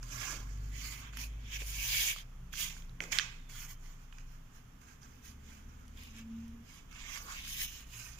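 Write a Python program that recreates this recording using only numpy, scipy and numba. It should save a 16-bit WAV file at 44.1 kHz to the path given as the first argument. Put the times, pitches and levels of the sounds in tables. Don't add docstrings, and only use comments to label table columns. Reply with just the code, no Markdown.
import sys
import numpy as np
from scipy import signal
from scipy.fft import rfft, irfft
from scipy.io import wavfile
from scipy.ndimage import uniform_filter1d
from numba import njit

SR = 44100
rng = np.random.default_rng(int(sys.argv[2]) if len(sys.argv) > 2 else 0)


def materialize(psi):
    bounded = np.clip(np.atleast_2d(psi).T, -1, 1)
    quanta = np.round(bounded * 32767).astype(np.int16)
    wavfile.write(sys.argv[1], SR, quanta)


def undo_db(level):
    steps = np.asarray(level, float) / 20
    return 10 ** steps


N = 361179
TIME = np.arange(N) / SR
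ONE = np.ones(N)
SIDES = np.array([[1], [-1]])

# (time [s], resonance under the palm [Hz], left minus right [dB])
PALM = [(0.26, 1717, -14.5), (0.64, 1700, -12.5), (0.8, 2500, -13), (1.05, 1900, -10), (1.3, 2440, -9),
        (2.1, 2770, -6.5), (2.6, 2940, -13), (3.03, 1796, -10.5), (3.3, 2120, -11.5), (5.04, 1600, -12),
        (5.27, 2320, -11.5), (5.78, 1560, -10), (6.09, 2550, -6), (7.12, 2174, -14), (7.32, 1310, -7.5),
        (7.41, 2830, -5.5), (7.63, 3120, -7.5), (8.19, 1780, -14)]


def level(x, db):
    mono = np.mean(np.atleast_2d(x), axis=0)
    return x * undo_db(db) / np.sqrt(np.mean(mono ** 2))


def columns(table):
    s, *rest = np.transpose(table)
    return [np.interp(TIME, np.maximum.accumulate(s), c) for c in rest]


def during(table):
    is_open = 1. * (TIME >= table[0][0]) * (TIME <= table[-1][0])
    return uniform_filter1d(is_open, SR // 14, mode="nearest")


def walk(rate):
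    k = int(SR / rate)
    held = rng.standard_normal(N // 40)[np.arange(N) // k]
    return 1.3 * uniform_filter1d(uniform_filter1d(held, k), k)


def colour(x, points):
    hz, db = np.transpose(points)
    grid_hz = np.maximum(np.fft.rfftfreq(4096, 1 / SR), 1)
    cepstrum = irfft(np.interp(np.log(grid_hz), np.log(hz), db) * np.log(10) / 20)
    cepstrum[1:2048] *= 2
    cepstrum[2049:] = 0
    return signal.fftconvolve(x, irfft(np.exp(rfft(cepstrum))))[:len(x)]


def band(x, lo_hz, hi_hz):
    return signal.sosfilt(signal.butter(3, [lo_hz, hi_hz], "band", fs=SR, output="sos"), x)


@njit
def svf(x, hz, width):
    y, b, l = np.empty(len(x)), 0., 0.
    for i in range(len(x)):
        g, k = np.tan(np.pi * hz[i] / SR), width[i] / hz[i]
        v = (b + g * (x[i] - l)) / (1 + g * (g + k))
        b, l, y[i] = 2 * v - b, l + 2 * g * v, k * v
    return y


def ports(x):
    # (frequency [Hz], gain [dB])
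    left_port = [(450, -6.5), (1200, 4), (1700, -1), (2300, -3.5), (3300, 2.5), (4000, -5), (4800, -3.5),
                 (6100, -6), (7600, -20), (9200, -4), (10000, -2), (13000, 0), (15000, 7), (16200, -37)]
    right_port = [(450, -0.5), (1200, 7.5), (1700, 6), (2400, 4.5), (3300, 6.5), (4000, -1), (4900, 3.5),
                  (6300, 11), (7100, 9.5), (7900, 0), (9300, -3), (10100, -0.5), (15000, -0.5),
                  (16200, -30)]
    return np.array([colour(x[0], left_port), colour(x[1], right_port)])


def room(x):
    t60_s, tail_db = 0.55, -26
    t = np.arange(SR // 2) / SR
    tail = rng.standard_normal((2, len(t))) * undo_db(-60 * t / t60_s) * (t > .004)
    tail *= undo_db(tail_db) / np.sqrt(np.sum(tail ** 2, axis=1, keepdims=True))
    return signal.fftconvolve(x, tail, axes=1)[:, :N]


def wall(x):
    # (frequency [Hz], width [Hz], level [dB])
    pot_modes = [(1600, 50, -4), (2070, 81, -7.5), (2520, 45, 5), (2960, 48.6, -35)]
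    return sum(undo_db(db) * np.array([svf(c, hz * ONE, w * ONE) for c in x]) for hz, w, db in pot_modes)


def echoes(x):
    # (delay [ms], level [dB])
    returns = [(.8, -11), (1.903, -15.5), (3.299, -9), (5.9, -8.5)]
    i, out = np.arange(N), x.copy()
    for ms, db in returns:
        late = ms * SR / 1000 * (1 + .06 * walk(2.5))
        out += undo_db(db) * np.array([np.interp(i - late * k, i, c) for k, c in zip((1, 1.04), x)])
    return out


def background():
    # (time [s], level [dB])
    street = [(0.0, -61), (0.34, -58.5), (1.46, -60.5), (2.28, -66), (2.96, -62.5), (4.1, -65),
              (5.38, -60.5), (6.38, -60), (6.8, -61), (8.19, -63.5)]
    # (time [s], level [dB])
    drone = [(0, -54), (1, -56.5), (2.5, -56), (5.4, -66), (6.7, -72.5), (8.19, -60)]
    # (frequency [Hz], density [dB per Hz])
    rumble_colour = [(12, -45.5), (20, 5.5), (49, -1), (60, 2.5), (81, -7.5), (130, -6), (252, -15.5),
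                     (348, -29.5), (420, -21.5), (500, -26.5), (650, -63), (1100, -120)]
    # (frequency [Hz], density [dB per Hz])
    air_colour = [(300, -13), (600, -8), (1200, -8), (2500, -11), (4000, -16.5), (7000, -19), (15000, -20)]
    # (frequency [Hz], width [Hz])
    room_modes = [(121, 4.6), (249, 21)]
    rumble_db, air_db = -57, -68.5
    street_db, = columns(street)
    swing_db = street_db - street_db.mean()
    mode_db = columns(drone)[0], -69 + 1.7 * swing_db
    mid, side = (colour(rng.standard_normal(N), rumble_colour) for _ in range(2))
    side = signal.sosfilt(signal.butter(2, 420, "high", fs=SR, output="sos"), side)
    rumble = level(mid + undo_db(6.0) * SIDES * side, rumble_db) * undo_db(swing_db)
    modes = 0
    for (hz, width_hz), db in zip(room_modes, mode_db):
        drift_hz = hz * (1 + 0.017 * walk(1.497))
        modes = modes + level(svf(rng.standard_normal(N), drift_hz, width_hz * ONE), db - 0.5)
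    air = ports([colour(band(rng.standard_normal(N), 230, 17250), air_colour) for _ in range(2)])
    return rumble + modes + level(air, air_db)


def engine():
    # (time [s], firing rate [Hz], level [dB], load as lift of the upper orders [dB])
    phases = [
        [(0.0, 38.8, -51.5, -9.5), (0.28, 41.23, -47.5, -25), (0.58, 49.07, -37.5, -14.5),
         (1.01, 50.3, -55, -7), (1.26, 51.8, -45.5, -15.5), (1.8, 49.1, -46.5, -10), (2.1, 50.6, -57.5, -12)],
        [(1.75, 40.13, -53, -9.5), (1.99, 39.02, -50, -24.5), (2.16, 30.2, -53, -16), (2.5, 29.2, -50.5, -9),
         (3.85, 26.27, -48.5, -17), (4.1, 29.03, -51.5, -21), (4.3, 26.46, -49, -13), (4.72, 25.9, -58, -29)],
        [(4.65, 31.6, -57.5, -4), (4.95, 34.08, -79.5, 13), (5.3, 35.26, -62.5, 4.5), (5.67, 35.93, -52.5, -7),
         (6.2, 37.6, -66, 10), (6.6, 38.46, -71.5, 15), (6.8, 32.4, -60, -7.5), (7.38, 30.7, -52, -4.5),
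         (8.19, 27.8, -61, 2.5)],
    ]
    # (order 3 [dB], order 6 [dB])
    upper_orders = [(-9, -38), (-10.5, -1), (-22, -11.5)]
    # (frequency [Hz], width [Hz], lift [dB])
    house = [(118.4, 8.1, 19), (228.4, 4.6, 19.5)]
    orders = (1, 2, 3, 6)
    out = 0
    for phase, (third_db, sixth_db) in zip(phases, upper_orders):
        hz, db, load_db = columns(phase)
        turn = 2 * np.pi * np.cumsum(hz * (1 + 0.0058 * walk(5.5))) / SR
        for k, lift_db in zip(orders, (0, load_db, load_db + third_db, load_db + sixth_db)):
            house_db = sum(g * np.exp(-((k * hz - f) / w) ** 2) for f, w, g in house)
            strength = undo_db(db + lift_db + house_db + 3.5 + 2.35 * walk(9.2))
            out = out + during(phase) * strength * np.sin(k * turn + k)
    return out


def thumps():
    # (time [s], level [dB], rise per 60 dB [s], t60 [s])
    rocks = [
        (.33, -57, 0.65, 0.43),
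        (1.621, -54, 0.027, .08),
        (3.006, -52, 0.016, 0.65),
        (7.25, -62, 0.21, 0.29),
    ]
    noise = rng.standard_normal((2, N))
    shape = 0
    for s, db, rise, t60 in rocks:
        shape = shape + undo_db(db - 60 * abs(TIME - s) / np.where(TIME < s, rise, t60))
    return level(band(noise[0] + 0.3 * noise, 135, 630), 0) * shape


def squeak():
    # (time [s], pitch [Hz], level [dB])
    slide = [(3.38, 3820, -76), (3.43, 3560, -76), (3.48, 3527, -76), (3.54, 3310, -64), (3.8, 3070, -84)]
    hz, db = columns(slide)
    tone = level(svf(rng.standard_normal(N), hz, 39.6 * ONE), 0)
    return tone * during(slide) * undo_db(db - 5.9 * SIDES)


def knocks():
    # (time [s], peak [dB], ring [Hz], sharpness [dB])
    pot_knocks = [(0.0293, -45.5, 1490, 1.5), (1.134, -45, 1530, -26), (1.1703, -36, 2520, -25),
                  (1.6194, -40, 2580, -21), (1.9463, -37, 2740, -6), (2.1617, -42.5, 1220, -18),
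                  (2.1852, -38.5, 2180, -5), (2.537, -36, 1600, -15), (2.5552, -39, 3300, -4),
                  (2.766, -46.5, 1600, -12), (2.822, -47, 3190, -13), (2.8945, -51.5, 3930, -10),
                  (3.0042, -21.5, 2240, -21.5), (3.038, -38, 2120, -6.5), (3.1284, -26, 2170, -10),
                  (3.1862, -12, 3150, -9.5), (3.1958, -18.5, 2920, -21.5), (3.497, -49, 2270, -8),
                  (4.1256, -43.5, 2500, -20), (4.184, -48, 2450, -3), (5.031, -57.5, 3300, 5),
                  (6.9277, -45, 2240, -8), (7.1744, -40, 1830, -3), (7.473, -39, 2500, -21)]
    # (time [s], peak [dB])
    snaps = [(.575, -58), (1.172, -36), (5.88, -52.5), (6.035, -45), (6.185, -48), (6.48, -55), (7.18, -41)]
    blows = []
    for s, db, hz, sharp_db in pot_knocks:
        body_db = -20 - 46.5 * max(np.log2(hz / 2250), 0)
        blows.append((s, db, hz, (0, sharp_db + 5.5, sharp_db - 11, body_db)))
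    blows += [(s, db, 3000, (-5, -1, 0, -40)) for s, db in snaps]
    out, t = np.zeros((2, N + 2048)), np.arange(2048) / SR
    for s, peak_db, hz, mix_db in blows:
        pan_db = -1.5 + np.interp(s, *np.transpose(PALM)[::2])
        noise = rng.standard_normal((2, len(t)))
        burst = (noise + 2.4 * noise[0]) * undo_db(-60 * t / 0.011)
        ring = np.sin(2 * np.pi * hz * t) * undo_db(-60 * t / .012) + .8 * burst
        parts = [band(ring, .5 * hz, 1.22 * hz), band(burst, 4700, 6750),
                 band(burst, 8500, 13000), band(burst, 450, 1300)]
        blow = sum(undo_db(db) * p / abs(p).max() for p, db in zip(parts, mix_db))
        out[:, int(s * SR):][:, :len(t)] += undo_db(peak_db - 1.0 + SIDES * pan_db / 2) * blow
    out = out[:, :N]
    return out + undo_db(-17) * wall(out) + undo_db(11.0) * room(out + undo_db(12) * wall(out))


def crumbs(count, spread_db, patch_ms):
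    # (time [s], left later [ms])
    port_lag = [(0, 0.49), (.6, -0.44), (1.1, -1.17), (2.2, -1.31), (2.5, -0.071), (3.2, -0.3),
                (3.6, 0.0015), (4.6, 0.51), (5.8, .5), (6.4, -0.087), (7.5, -0.24), (8.19, 0.19)]
    when, size, sign, spot = rng.random((count, 4)).T
    size = undo_db(-spread_db * np.log(1 - size)) * np.sign(sign - .5)
    at = (when * N).astype(int)
    late = ((columns(port_lag)[0][at] + patch_ms * (spot - .5)) * SR / 1000).astype(int)
    return np.array([np.bincount(np.clip(i, 0, N - 1), size, N) for i in (at + late, at)])


def pressure():
    # (time of most pressure [s], rise [s], fall
    # [s], level [dB], brightness [dB])
    strokes = [(.28, .24, .17, -48.5, -5.5), (.86, 0.16, 0.23, -53.5, -2), (1.04, 0.13, 0.11, -57.5, -34),
               (1.22, 0.072, .075, -52, -1), (1.5, .11, 0.096, -57, -20),
               (1.564, 0.075, 0.021, -46.5, -10.5), (1.613, .04, 0.038, -50, -13.5),
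               (1.82, 0.33, 0.28, -55, 4.5), (2.086, 0.41, 0.076, -37.5, -3.5),
               (2.169, 0.019, 0.075, -51.5, -9), (2.618, 0.085, 0.094, -44.5, 2),
               (3.16, 0.021, 0.068, -41, -15), (3.6, 0.11, 0.11, -58, 3.5), (3.71, 0.044, 0.048, -61, 3),
               (7.03, 0.14, 0.14, -55, -16), (7.145, 0.11, .1, -49.5, -8.5), (7.235, .07, 0.091, -62.5, 1.5),
               (7.32, 0.085, 0.14, -52, -8), (7.41, 0.087, 0.12, -50.5, -12), (7.51, 0.072, 0.12, -48.5, -2),
               (7.614, 0.063, 0.073, -43.5, -0.5), (7.76, .09, .12, -56.5, -5.5),
               (7.999, 0.15, .22, -56.5, -1.5),
               (3.88, 0.11, 0.13, -68, -3.5), (4.02, .07, 0.067, -73, -4.5), (4.19, 0.055, 0.058, -67.5, -15),
            (4.329, 0.085, 0.076, -74.5, -2), (4.581, 0.096, 0.052, -72, -5.5),
            (4.901, 0.075, .09, -67, -9.5), (5.265, 0.05, 0.095, -62.5, -0.5),
            (5.53, 0.14, 0.15, -64, -7.5), (6.03, 0.12, 0.15, -62.5, -7.5), (6.184, 0.065, 0.059, -57, -12),
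            (6.42, 0.24, 0.19, -71.5, -13), (6.73, 0.11, 0.13, -62.5, -6.5)]
    # (time [s], level [dB], t60 [s], brightness [dB])
    spills = [(.028, -66.5, 0.77, -7), (.43, -65, 3.8, -7), (1.129, -58, 0.71, -17),
              (1.299, -70, 1.6, -21.5), (1.666, -64, .5, 11), (2.531, -51, 0.13, -4.5),
              (2.7, -52.5, 0.44, -6.5), (3.012, -54, 0.49, -9), (3.122, -36, 0.2, -11),
              (3.206, -43.5, 0.44, -22.5), (3.495, -62, 0.74, -3), (4.129, -72, 0.67, -9.5),
              (4.815, -69.5, 0.43, -6), (5.018, -67.5, 1.16, -7), (5.69, -71.5, 2.2, -13),
              (5.975, -61.5, 0.42, -11), (6.913, -65, 1, -9), (7.679, -54.5, 0.48, -2.5),
              (8.187, -64.5, 0.57, 0)]
    t = TIME[::32]
    parts = [(-111.5 + 0 * t, 12.5)]
    for s, rise, fall, db, bright_db in strokes:
        drop_db = 21.5 * (abs(t - s) / np.where(t < s, rise, fall)) ** 2.14
        parts.append((db - drop_db, bright_db - 0.22 * drop_db))
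    for s, db, t60, bright_db in spills:
        fade_db = 60 * abs(t - s) / np.where(t < s, .025, t60)
        dust_settles = 0.97
        parts.append((db - fade_db, bright_db - (dust_settles - 1) * fade_db))

    def total(lift_db, bright_share):
        power = sum(undo_db(db + lift_db + bright_share * bright_db) ** 2 for db, bright_db in parts)
        return np.interp(TIME, t, 10 * np.log10(power))

    return total(0, 0), total(3.5, 0.36), total(0, 1)


def hand():
    band_edges = [450, 1700, 4000, 8500, 16500]
    crunch_db, grit_db, dust_db = pressure()
    palm_hz, pan_db = columns(PALM)
    ticks = crumbs(count=220000, spread_db=2.0, patch_ms=0.24)
    ring = np.array([svf(c, palm_hz, 0.57 * palm_hz) for c in ticks])
    ticks = ports(echoes(ticks + undo_db(7) * ring + wall(ticks)))
    ticks += room(ticks)
    slips_db = 0.64 * walk(35) + 0.72 * walk(130)
    palm_oct = np.log2(palm_hz / 2000)
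    hollow_db = -7 - 11 * palm_oct - 55 + 0.82 * (crunch_db + 55)
    band_db = (hollow_db, crunch_db, grit_db - 4.5 * palm_oct, dust_db)
    out = 0
    for lo, hi, db in zip(band_edges, band_edges[1:], band_db):
        edges = np.geomspace(lo, hi, 4)
        clumps = 0
        for a, b in zip(edges, edges[1:]):
            clumps = clumps + band(ticks, a, b) * undo_db(1.25 * walk(18) + 1.56 * walk(70))
        out = out + level(clumps, 0) * undo_db(db)
    return out * undo_db(slips_db + SIDES * (pan_db + 10.5) / 2)


def scene():
    return hand() + knocks() + squeak() + thumps() + engine() + background()


def top_cut(x):
    return signal.sosfilt(signal.butter(12, 16620, fs=SR, output="sos"), x)


def record(dry):
    cut = signal.sosfilt(signal.ellip(10, .2, 70, 15720, fs=SR, output="sos"), dry)
    return top_cut(cut)


dry = scene()
out = record(dry)
materialize(out)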